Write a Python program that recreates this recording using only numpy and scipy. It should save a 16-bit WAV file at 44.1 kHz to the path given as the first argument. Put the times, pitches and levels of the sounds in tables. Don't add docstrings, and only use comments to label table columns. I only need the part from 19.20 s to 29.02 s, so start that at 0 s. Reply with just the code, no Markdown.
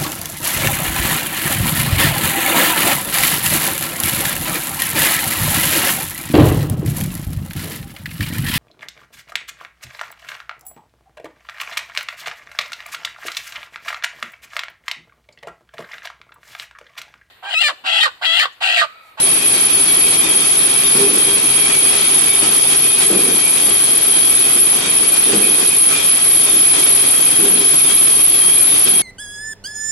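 import sys
import numpy as np
from scipy import signal
from scipy.fft import rfft, irfft
from scipy.io import wavfile
from scipy.ndimage import uniform_filter1d, minimum_filter1d

SR = 44100
rng = np.random.default_rng(int(sys.argv[2]) if len(sys.argv) > 2 else 0)


def unload_wav(signal):
    wavfile.write(
        sys.argv[1],
        SR,
        np.round(np.clip(np.atleast_2d(signal).T, -1, 1) * 32767).astype(np.int16),
    )


def decibels_to_gain(level_db):
    exponent = np.asarray(level_db, float) / 20
    return 10 ** exponent


N = 433043

# [f/Hz, level/dB]
DIN_SPECTRUM = [(260, -51), (450, -2.5), (550, -6.5), (1660, -6), (2450, -5), (3020, -3.5), (3280, -5),
                (3930, -4.5), (5200, -8), (6000, -8), (6800, -9.5), (7400, -9.5), (8800, -7), (9900, -12),
                (11400, -19.5), (12400, -19.5)]
# [f/Hz, level/dB]
RUMBLE_SPECTRUM = [(15, -56), (25, -32), (119, -5), (181, -2.5), (220, -6), (320, 3), (366, -4.5),
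                   (401, 2.5), (479, -17.5), (719, -13.5), (900, -20.5), (1170, -6.5), (1980, -120)]
# [f/Hz, level/dB]
THUD_SPECTRUM = [(41, -64), (70, -46), (210, 3), (248, -5), (353, 2.5), (398, -8.5), (432, 3), (520, -9),
                 (640, -13.5), (1800, -17.5), (2340, -68), (3960, -120)]
# [f/Hz, likeness/1]
LIKENESS = [(60, 1), (130, 0.98), (270, 0.92), (580, 0.39), (1240, 0.031), (2640, -0.098), (5630, 0.12),
            (12000, -0.16)]
# [f/Hz, left minus right/dB]
LEAN_LEFT = [(60, 5), (130, -3), (270, 1.5), (580, -5.5), (1240, -3), (2640, -0.5), (5630, -3),
             (12000, -13)]

# [t/s, level/dB, boom f/Hz]
PRESS_STROKES = [
    (1.741, -11.5, 350),
    (3.899, -10, 336),
    (6.061, -13, 220),
    (8.186, -12.5, 296),
]
# [delay/s, level/dB, share of the blow's own pitch beside the hall's/1]
TUMBLE_BLOWS = [
    (0, -0.5, 0.29),
    (.051, -9.5, 0.7),
    (.125, -9.5, 0.856),
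]
# [t/s, level/dB, boom f/Hz]
LIGHT_KNOCKS = [(1.013, -18.5, 316), (1.089, -22, 374), (1.449, -23, 350), (1.75, -25, 193),
                (1.93, -17.5, 339), (2.049, -17, 325), (2.23, -24, 304), (2.667, -30, 376),
                (3.219, -17, 312), (3.905, -22, 345), (4.08, -17, 368), (4.47, -22, 346), (5.353, -16, 339),
                (5.799, -20, 291), (6.124, -17, 292), (6.126, -22, 207), (6.16, -25, 201),
                (6.205, -21.5, 208), (6.31, -25, 303), (6.38, -19, 353), (7.323, -21, 341),
                (8.295, -20, 194), (8.388, -26, 316), (9.662, -20.5, 390), (9.72, -25, 265)]
# [start t/s, length/s, level/dB]
PLATE_SHAKES = [(1.779, 0.11, -14.5), (2.069, 0.06, -24.5), (3.848, 0.028, -23), (3.947, 0.03, -25),
                (3.999, 0.044, -30), (4.098, 0.029, -30), (6.078, 0.055, -22), (6.15, 0.042, -34),
                (6.245, 0.04, -26), (8.208, 0.057, -17.5), (8.331, 0.032, -24), (8.379, 0.043, -24)]

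# [t/s, wire pulls done/1]
PULLS_DONE = [(-.235, -1), (2.92, 10), (4.358, 15), (5.528, 19), (6.677, 23), (10.1, 35)]
# [place/turns, width/turns, squeal level/dB, rattle level/dB]
CAM_STROKES = [
    (.11, .095, -3.6, 1.1),
    (.53, .07, -2.4, .7),
]
# [squeal/dB, rattle/dB at the first stroke, squeal/dB, rattle/dB at the second]
TURN_CHANGES = [(1.0, -2.0, 11, -6), (1.5, -0.5, -7, -3.5), (-0.5, 0, -1, -2), (1.5, -1, 1.5, -1),
                (0, 0, -6.5, 0), (-1, -0.5, -0.5, -2), (-1, -1, -2, 0), (4.5, 3.5, -1, -1.5),
                (0.5, -0.5, -3, -3), (3.5, -0.5, -2, 0), (7, 1, 2, -0.5), (8, 2, 1.5, -0.5),
                (5, 1, 3.5, 0.5), (4, 3.5, 3.5, 2), (4.5, 4, -1.5, 0), (-1.5, -1, -0.5, -0.5),
                (0.5, 0.5, 0.5, 1), (1, 0, -3, -1), (4.5, 1, 3, 0), (3, 1, 3.5, 2.5), (3, 0, 3, 2),
                (0.5, 0, 3, 2), (-3, 1.5, 2.5, 0), (-0.5, 1, -3.5, -1.5), (2, 0.5, -2, -1),
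                (-3.5, -2, 2, -1), (-1, 0.5, 4, 0.5), (3.5, -0.5, 2, -0.5), (-1, -0.5, -2.5, -1.5),
                (-2, -1, -1, 1), (-2, 0, 0.0, 0.5), (1.5, 1, 5, 1), (2.5, 1, 1, -2), (7, 2, 6, 1),
                (2, 1, 2.5, 3), (-13, -5, -0.5, -1.0)]

# [f/Hz, width/Hz]
FRAME_MODES = [(402, 16), (735, 16), (1302, 16), (1957, 36), (2281, 24), (2419, 22), (2501, 24), (2616, 90),
               (3204, 18), (3262, 34), (3335, 60), (3613, 24), (3744, 32)]
FRAME_LEVELS = [-6.5, -12, -8, -11.5, -2, -3.5, -2.5, -3, 0, 1.5, -2, -5.5, -10]
FRAME_TURNED = [-0.5, 1, -2, 0, -1.5, -1, 0.5, -2, 0, 1, -2.5, 3, -5]
PHONE_TURN = (3, 3.4)
# [f/Hz, width/Hz]
CHUTE_MODES = [(3920, 60), (4170, 70), (4238, 30), (4487, 50), (4585, 26), (4730, 36), (4885, 60),
               (5047, 40), (5405, 45), (5480, 50), (6068, 60), (6445, 120), (8570, 500)]
CHUTE_LEVELS = [-10, -13, -8, -4.5, -13.5, -6.5, -10.5, -8.5, -7, -7, -6, -8, -11]
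# [start t/s, stop t/s, level/dB]
WIRE_SCRAPES = [
    (7.4, 6.3, 3),
    (7.53, 7.71, 1.5),
    (5.55, 5.72, -3),
]

# [t/s, level/dB, f/Hz, left minus right/dB]
NAIL_PINGS = [(0.052, -21, 4487, 4), (0.095, -27, 3744, 12), (0.333, -24, 4487, 0), (0.525, -24, 4487, 12),
              (0.656, -20, 4487, 7), (0.796, -23, 4487, 2), (0.897, -21, 4487, 3), (1.027, -20, 3613, 13),
              (1.197, -22, 3613, 12), (1.22, -24, 4487, 6), (1.378, -23, 3744, 2), (1.471, -28, 3613, 3),
              (1.634, -16, 3613, 7), (1.711, -25, 4487, 6), (1.981, -27, 3613, 11), (2.796, -25, 1302, 2),
              (2.834, -20, 3613, 10), (2.917, -28, 1302, 4), (2.927, -21, 3613, 8), (3.036, -25, 1302, 0),
              (3.092, -16.5, 3613, 4), (3.18, -24, 4487, 11), (3.194, -23, 3613, 12), (3.243, -24, 1302, 5),
              (3.438, -25, 3613, 12), (3.502, -28, 1302, 2), (3.697, -19, 3613, 1), (5.008, -24, 4487, -2),
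              (5.157, -24, 3613, 12), (5.636, -21, 3744, 9), (6.036, -22, 3613, 5), (6.673, -24, 1302, 0),
              (6.714, -21, 4487, -4), (6.751, -22, 3613, 3), (7.279, -22, 3613, 12), (7.566, -24, 4487, 6),
              (7.599, -24, 3613, 4), (7.651, -24, 4487, 12), (8.632, -17, 3613, 2), (9.228, -20, 4487, 2),
              (9.497, -17.5, 3613, 3),
              (0.269, -23, 3262, 7), (0.385, -20, 3262, 10), (0.527, -21, 3340, 6), (0.665, -17, 3340, 0),
             (0.862, -20, 3204, 9), (0.884, -22, 3340, 10), (1.094, -22, 3262, 12), (1.181, -15, 3262, -3),
             (1.816, -22, 3340, 9), (1.986, -21, 3262, 12), (2.078, -17, 3262, -8), (2.212, -19, 3204, 2),
             (2.355, -21, 3262, 12), (2.5, -16, 3340, 2), (2.636, -21, 3262, 2), (2.682, -21, 3340, 12),
             (2.808, -25, 3204, 11), (2.808, -23, 3262, 3), (2.961, -22, 3262, -7), (3.399, -24, 3340, 8),
             (3.506, -17, 3204, 4), (3.527, -25, 3340, -1), (3.809, -22, 3262, 5), (4.184, -17, 3204, 2),
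             (4.916, -19, 3204, 11), (5.022, -20, 3340, -10), (5.285, -23, 3340, 12), (5.608, -31, 3340, 2),
             (5.648, -22, 3262, 9), (6.074, -24, 3204, 5), (6.731, -27, 3204, 1), (6.793, -22, 3340, 12),
             (7.569, -28, 3340, 12), (7.959, -17.5, 3262, 10), (8.127, -21, 3262, 4), (8.352, -21, 3340, 5),
             (8.696, -18, 3262, 14), (8.855, -23, 3262, 2), (9.073, -21, 3262, 12), (9.126, -18, 3340, 4),
             (9.205, -16.5, 3204, 12), (9.252, -13, 3262, -1), (9.309, -20, 3340, -10),
             (9.644, -21, 3340, 11), (9.736, -16, 3262, -5),
              (0.204, -17.5, 2501, -5), (0.321, -28, 2501, 11), (0.482, -23, 2501, 1),
             (0.676, -20.5, 2281, 11), (0.723, -22, 2419, 8), (0.81, -21, 2501, 9), (0.986, -24, 2419, 12),
             (1.037, -22, 2501, 11), (1.575, -22, 2419, 9), (1.756, -22, 2501, -6), (2.364, -21, 2419, 12),
             (2.41, -19.5, 2281, 13), (2.5, -18, 2419, 6), (2.531, -20, 2281, 12), (2.65, -19, 2501, -10),
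             (2.79, -20, 2281, 9), (3.086, -20, 2281, 14), (3.186, -34, 2281, 2), (3.245, -27, 2419, 12),
             (3.345, -24, 2281, 0), (3.477, -23, 2281, 12), (3.619, -16, 2501, 1), (3.695, -25, 2501, 11),
             (3.948, -20, 2419, 7), (4.093, -20, 2419, 8), (4.224, -17.5, 2281, 9), (4.247, -20, 2419, 10),
             (4.343, -20, 2501, -4), (4.658, -24, 2501, 6), (5.08, -23, 2281, 7), (5.234, -21, 2501, -3),
             (5.353, -26, 2501, 1), (5.642, -24, 2419, 0), (5.917, -18, 2419, 6), (6.218, -21, 2281, 12),
             (6.219, -12, 2501, 4), (6.411, -22, 2501, -5), (6.487, -25, 2501, 0), (6.725, -17, 2419, 13),
             (7.62, -17.5, 2281, 0), (7.843, -22, 2419, 6), (8.1, -28, 2419, 9), (8.104, -27, 2281, 6),
             (9.363, -16.5, 2419, 11)]

# [t/s, squeal f/Hz, sag at a pull/Hz, drift of guide modes/Hz, second contact level/dB]
WIRE_TENSION = [(0, 10815, 118, -25, -17), (1.5, 10808, 120, -28, -18), (2.3, 10780, 108, -45, -22),
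                (2.9, 10790, 115, -40, -18), (3.6, 10820, 100, -8, -11), (5, 10830, 98, 0, -9),
                (6.2, 10842, 104, 8, -9), (8, 10838, 100, 10, -9), (9.82, 10846, 108, 12, -9)]
# [f/Hz, width/Hz]
GUIDE_MODES = [(10845, 90), (10698, 60), (10770, 70), (10950, 70)]
GUIDE_SHARES = [.9, .95, -.25, .45]
# [t/s, width/s, left level/dB, right level/dB]
GRIP_SLIPS = [(2.78, 0.066, -0.5, -4.5), (3.25, 0.03, -4, -5.5), (4.97, 0.019, -3, 3),
              (5.42, 0.021, 6.5, 8), (5.64, 0.064, -12.5, -13.5), (6.6, 0.062, 6, 0),
              (6.78, 0.046, -9.5, -7.5), (7.58, 0.045, -6.5, -4.5), (9.05, 0.024, 0.5, 8),
              (9.43, 0.019, 10, -6)]
# [t/s, squeal level/dB, squeal left minus right/dB, din level/dB, din left minus right/dB]
PHONE_MOVES = [(0, -13.5, 2, -21, 3.5), (1.5, -13.5, 0.7, -21.5, 4), (2.7, -14.5, 0, -21, 4),
               (3.6, -14.5, 2.5, -22.5, 4.5), (5, -13, 4, -22.5, 3.5), (6.3, -13.5, -0.7, -22.5, 3.5),
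               (7.5, -10.5, 2.5, -21.5, 4), (9.82, -11.5, 2.7, -22.5, 4.5)]


def evened(x):
    return x / np.sqrt(np.mean(x ** 2, -1, keepdims=True) + 1e-20)


def steadied(x):
    return x / np.sqrt(uniform_filter1d(x ** 2, size=3500, axis=1))


def read(points, hz):
    f, value = np.transpose(points)
    return np.interp(np.log(hz + 1), np.log(f + 1), value)


def curve(rows, axis):
    rows = np.array(rows)
    return np.interp(np.arange(N) / SR, rows[:, 0], rows[:, axis])


def placed(db, pan_db):
    return decibels_to_gain(np.array([db + pan_db / 2, db - pan_db / 2]))


def bumps(place, rows, axis):
    return sum(row[axis] * np.exp(-((place - row[0]) / row[1]) ** 2) for row in rows)


def wander(rate_hz, channels):
    z = rfft(rng.standard_normal((channels, N)))
    smooth = np.exp(-(np.fft.rfftfreq(N, 1 / SR) / rate_hz) ** 2)
    return evened(irfft(z * smooth, N))


def wash(spectrum, patchy_db, count=513):
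    hz = np.fft.rfftfreq(1024, 1 / SR)[:count]
    a, b, c, d, patches = rng.standard_normal((N // 256 + 5, count, 5)).T
    patches = uniform_filter1d(patches, size=14, axis=0)
    patches = uniform_filter1d(patches, size=10, axis=1)
    same = np.clip(read(LIKENESS, hz), -1, 1)[:, None]
    left = a + 1j * b
    right = same * left + np.sqrt(1 - same ** 2) * (c + 1j * d)
    db = read(spectrum, hz)[:, None] + patchy_db * patches / patches.std()
    z = np.zeros((2, 513, a.shape[1]), complex)
    z[:, :count] = left, right
    z[:, :count] *= placed(db, read(LEAN_LEFT, hz)[:, None])
    x = signal.istft(z, nperseg=1024, noverlap=768)[1][:, :N]
    return x / x.std()


def hall(x, t60, direct_db, size):
    padded = np.pad(x, (size, 2 * size))
    pieces = np.lib.stride_tricks.sliding_window_view(padded, 2 * size)[::size]
    decay = decibels_to_gain(-60 * np.arange(2 * size) / SR / t60)
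    tail = rng.standard_normal((len(pieces), 2, 2 * size)) * decay
    tail /= np.linalg.norm(tail, axis=2, keepdims=True)
    tail[:, :, 0] = decibels_to_gain(direct_db) * np.sign(tail[:, :, 0])
    faded = pieces * signal.windows.cosine(2 * size)
    heard = signal.fftconvolve(faded[:, None], tail, axes=2)
    out = np.zeros((2, (len(pieces) + 4) * size))
    for k, piece in enumerate(heard):
        out[:, k * size:][:, :piece.shape[1]] += piece
    return out[:, size:size + N]


def cams(axis):
    pulls = curve(PULLS_DONE, axis=1)
    changes = []
    for turn, row in enumerate(TURN_CHANGES):
        for k, stroke in enumerate(CAM_STROKES):
            changes.append((turn - 1 + stroke[0], stroke[1] + .03, row[2 * k + axis - 2]))
    change = np.repeat(bumps(pulls[::64], changes, axis=2), 64)[:N]
    usual = bumps(pulls % 1, CAM_STROKES, axis) + bumps(pulls % 1 - 1, CAM_STROKES, axis)
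    return usual + change


def slips_db():
    t = np.arange(N) / SR
    return np.array([bumps(t, GRIP_SLIPS, axis=2), bumps(t, GRIP_SLIPS, axis=3)])


def scrapes_db():
    t = np.arange(N) / SR
    total = 0
    for start, stop, db in WIRE_SCRAPES:
        total = total + db * np.clip((t - start) / 0.046, 0, 1) * np.clip((stop - t) / .008, 0, 1)
    return total


def rumble():
    din_change_db = curve(PHONE_MOVES, axis=3) + 22.34 + cams(axis=3)
    rumble_db = -31.5 + 1.23 * din_change_db
    return wash(RUMBLE_SPECTRUM, patchy_db=0.0, count=48) * placed(rumble_db, .1)


def blows():
    hall_hz = 345
    every = list(LIGHT_KNOCKS)
    for s, db, hz in PRESS_STROKES:
        for late, more_db, own in TUMBLE_BLOWS:
            every.append((s + late, db + more_db, hall_hz + own * (hz - hall_hz)))
    return every


def thumps():
    boom_t60, thud_t60 = 0.37, 0.53
    plate_hz, plate_rise_s, plate_t60 = 401, 0.019, 0.27
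    t = np.arange(SR // 2) / SR
    out = np.zeros((2, N + SR))
    body = np.pad(wash(THUD_SPECTRUM, patchy_db=1.2, count=90), ((0, 0), (0, SR)))
    for s, db, hz in blows():
        at = round(s * SR)
        boom = np.sin(2 * np.pi * hz * t) * decibels_to_gain(-6.5 - 60 * t / boom_t60)
        thud = body[:, at:at + len(t)] * decibels_to_gain(-9.0 - 60 * t / thud_t60)
        onset = 1 - np.exp(-t / 0.0029)
        out[:, at:at + len(t)] += decibels_to_gain(db) * onset * (boom + thud)
    for s, length, db in PLATE_SHAKES:
        dying_s = np.maximum(t - 0.56 * length, 0)
        shape = (1 - np.exp(-t / plate_rise_s)) * decibels_to_gain(db + 3.5 - 60 * dying_s / plate_t60)
        out[:, round(s * SR):][:, :len(t)] += shape * np.sin(2 * np.pi * plate_hz * t)
    return out[:, :N]


def rattle():
    modes = FRAME_MODES + CHUTE_MODES
    levels = FRAME_LEVELS + CHUTE_LEVELS
    late_levels = FRAME_TURNED + [0] * len(CHUTE_MODES)
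    struck = rng.random(N) < 6500 / SR
    size = decibels_to_gain(1.3 * np.minimum(rng.exponential(1, N), 5)) * struck
    mode = rng.integers(0, len(modes), N)
    echoes = rng.standard_normal((2, N))
    turned = np.interp(np.arange(N) / SR, PHONE_TURN, [-.5, .5])
    rings = np.zeros((2, N))
    for k, ((hz, width), db, late_db) in enumerate(zip(modes, levels, late_levels)):
        smeared = signal.lfilter([1], [1, -np.exp(-1 / (.035 * SR))], size * (mode == k))
        push = smeared * (echoes if k else echoes[[0, 0]])
        r = np.exp(-np.pi * 1.3 * width / SR)
        poles = [1, -2 * r * np.cos(2 * np.pi * hz / SR), r * r]
        ring = evened(signal.lfilter([1], np.convolve(poles, poles), push))
        ring /= uniform_filter1d(ring ** 2, size=4000, axis=1) ** .32
        rings += ring * placed(db, read(LEAN_LEFT, hz))[:, None] * decibels_to_gain(late_db * turned)
    return rings / rings.std()


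def din():
    clatter = .2
    flicker = wander(rate_hz=73, channels=3)
    flicker = decibels_to_gain(0.5 * flicker[:2] + 0.63 * flicker[2])
    mix = wash(DIN_SPECTRUM, patchy_db=1.0) * flicker + decibels_to_gain(-3.5) * rattle()
    db = curve(PHONE_MOVES, axis=3) + cams(axis=3) + 2.66
    gains = placed(db, curve(PHONE_MOVES, axis=4))
    return mix / mix.std() * gains * decibels_to_gain(scrapes_db() - clatter * slips_db())


def pings():
    t = np.arange(SR // 4) / SR
    out = np.zeros((2, N + SR))
    rows = NAIL_PINGS
    shape = decibels_to_gain(-2.5 - 60 * t / .36) * (1 - np.exp(-t / .012))
    phases = rng.random((len(rows), 2, 1)) * [[0], [.25]]
    for (s, db, hz, pan_db), phase in zip(rows, phases):
        ring = shape * np.sin(2 * np.pi * (hz * t + phase))
        out[:, round(s * SR):][:, :len(t)] += placed(db, pan_db)[:, None] * ring
    return out[:, :N]


def pitch():
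    sag_turns, rebound_turns = .42, .29
    turn = curve(PULLS_DONE, axis=1) % 1
    slack = np.maximum(1 - turn / rebound_turns, 1 - (1 - turn) / sag_turns).clip(0, 1)
    sag = np.sin(np.pi / 2 * slack) ** 2
    return curve(WIRE_TENSION, axis=1) - curve(WIRE_TENSION, axis=2) * sag


def grip_db():
    uneven = wander(rate_hz=6.0, channels=2)
    uneven -= uniform_filter1d(uneven, size=14000, axis=1)
    return slips_db() + cams(axis=2) + 0.23 * uneven


def squeal():
    shiver, other = wander(rate_hz=200, channels=2).clip(-2.6, 2.6)
    shiver -= uniform_filter1d(shiver, size=1800)
    pull = np.roll(pitch(), -800)
    shiver_hz = 58 + .08 * (curve(WIRE_TENSION, axis=1) - pull)
    hz = 10800 + 1.35 * (pull - 10800) + shiver_hz * shiver - 8 * (shiver ** 2 - 1)
    grip = decibels_to_gain(2.2 * wander(rate_hz=130, channels=1)[0])
    drift = curve(WIRE_TENSION, axis=3)
    tone = grip * np.exp(2j * np.pi * np.cumsum(hz - drift) / SR)
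    steady_hz = 10870 + 50 * other
    tone += decibels_to_gain(curve(WIRE_TENSION, axis=4)) * np.exp(2j * np.pi * np.cumsum(steady_hz) / SR)
    ringing = 0
    for (mode_hz, width), share in zip(GUIDE_MODES, GUIDE_SHARES):
        ringing = ringing + share * signal.lfilter(*signal.iirpeak(mode_hz, mode_hz / width, SR), tone)
    tone = tone + ringing
    tone = (tone * np.exp(2j * np.pi * np.cumsum(drift) / SR)).real
    left, right = hall(tone, t60=.32, direct_db=-24, size=4500)
    mid, side = steadied(np.array([left + right, left - right]))
    both = steadied(np.array([mid + side, mid - side]))
    gains = placed(curve(PHONE_MOVES, axis=1) + 4.13, curve(PHONE_MOVES, axis=2))
    return both * gains * decibels_to_gain(grip_db())


def scene():
    far_press = thumps() * decibels_to_gain(np.array([[-.6], [.6]]))
    return rumble() + far_press + din() + pings() + squeal()


def thinned(x, weak_db, open_share):
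    hz, _, z = signal.stft(x, SR, "cosine", nperseg=2048, noverlap=1024)
    power = (abs(z) ** 2).sum(0)
    nearby = uniform_filter1d(power, size=40, axis=0)
    valley = uniform_filter1d(power, size=5, axis=0) < decibels_to_gain(2 * weak_db) * nearby
    keep = ~valley | ((hz < 3750) | (hz > 10080))[:, None]
    for lo_hz, hi_hz in ((10080, 10280), (11090, 11270)):
        flank = (hz > lo_hz) & (hz <= hi_hz)
        flank_power = power[flank].sum(0)
        keep[flank] = flank_power > np.quantile(flank_power, .1)
    top = hz > 11270
    level = uniform_filter1d(power[top], size=12, axis=0) + 2 * power[top].mean(0)
    level = level * power.sum(0)
    level /= uniform_filter1d(level, size=14, axis=1) ** .75
    keep[top] = level > np.quantile(level, 1 - open_share)
    return signal.istft(z * keep, SR, "cosine", nperseg=2048, noverlap=1024)[1][:, :N]


def roll_off(x):
    return signal.sosfilt(signal.butter(12, 11980, fs=SR, output="sos"), x)


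def record(dry):
    level_db = 10 * np.log10(abs(uniform_filter1d(dry ** 2, size=2600, axis=1)) + 1e-12)
    lifted = dry / decibels_to_gain(0.3 * uniform_filter1d(level_db + 12.5, size=900, axis=1))
    top = -minimum_filter1d(-abs(lifted), size=64, axis=1)
    over_db = np.maximum(20 * np.log10(top + 1e-9) + 3.64, 0)
    held = lifted / decibels_to_gain(0.79 * uniform_filter1d(over_db, size=64, axis=1))
    mix = thinned(held, weak_db=-2.6, open_share=.11)
    return roll_off(mix)


dry = scene()
out = record(dry)
unload_wav(out)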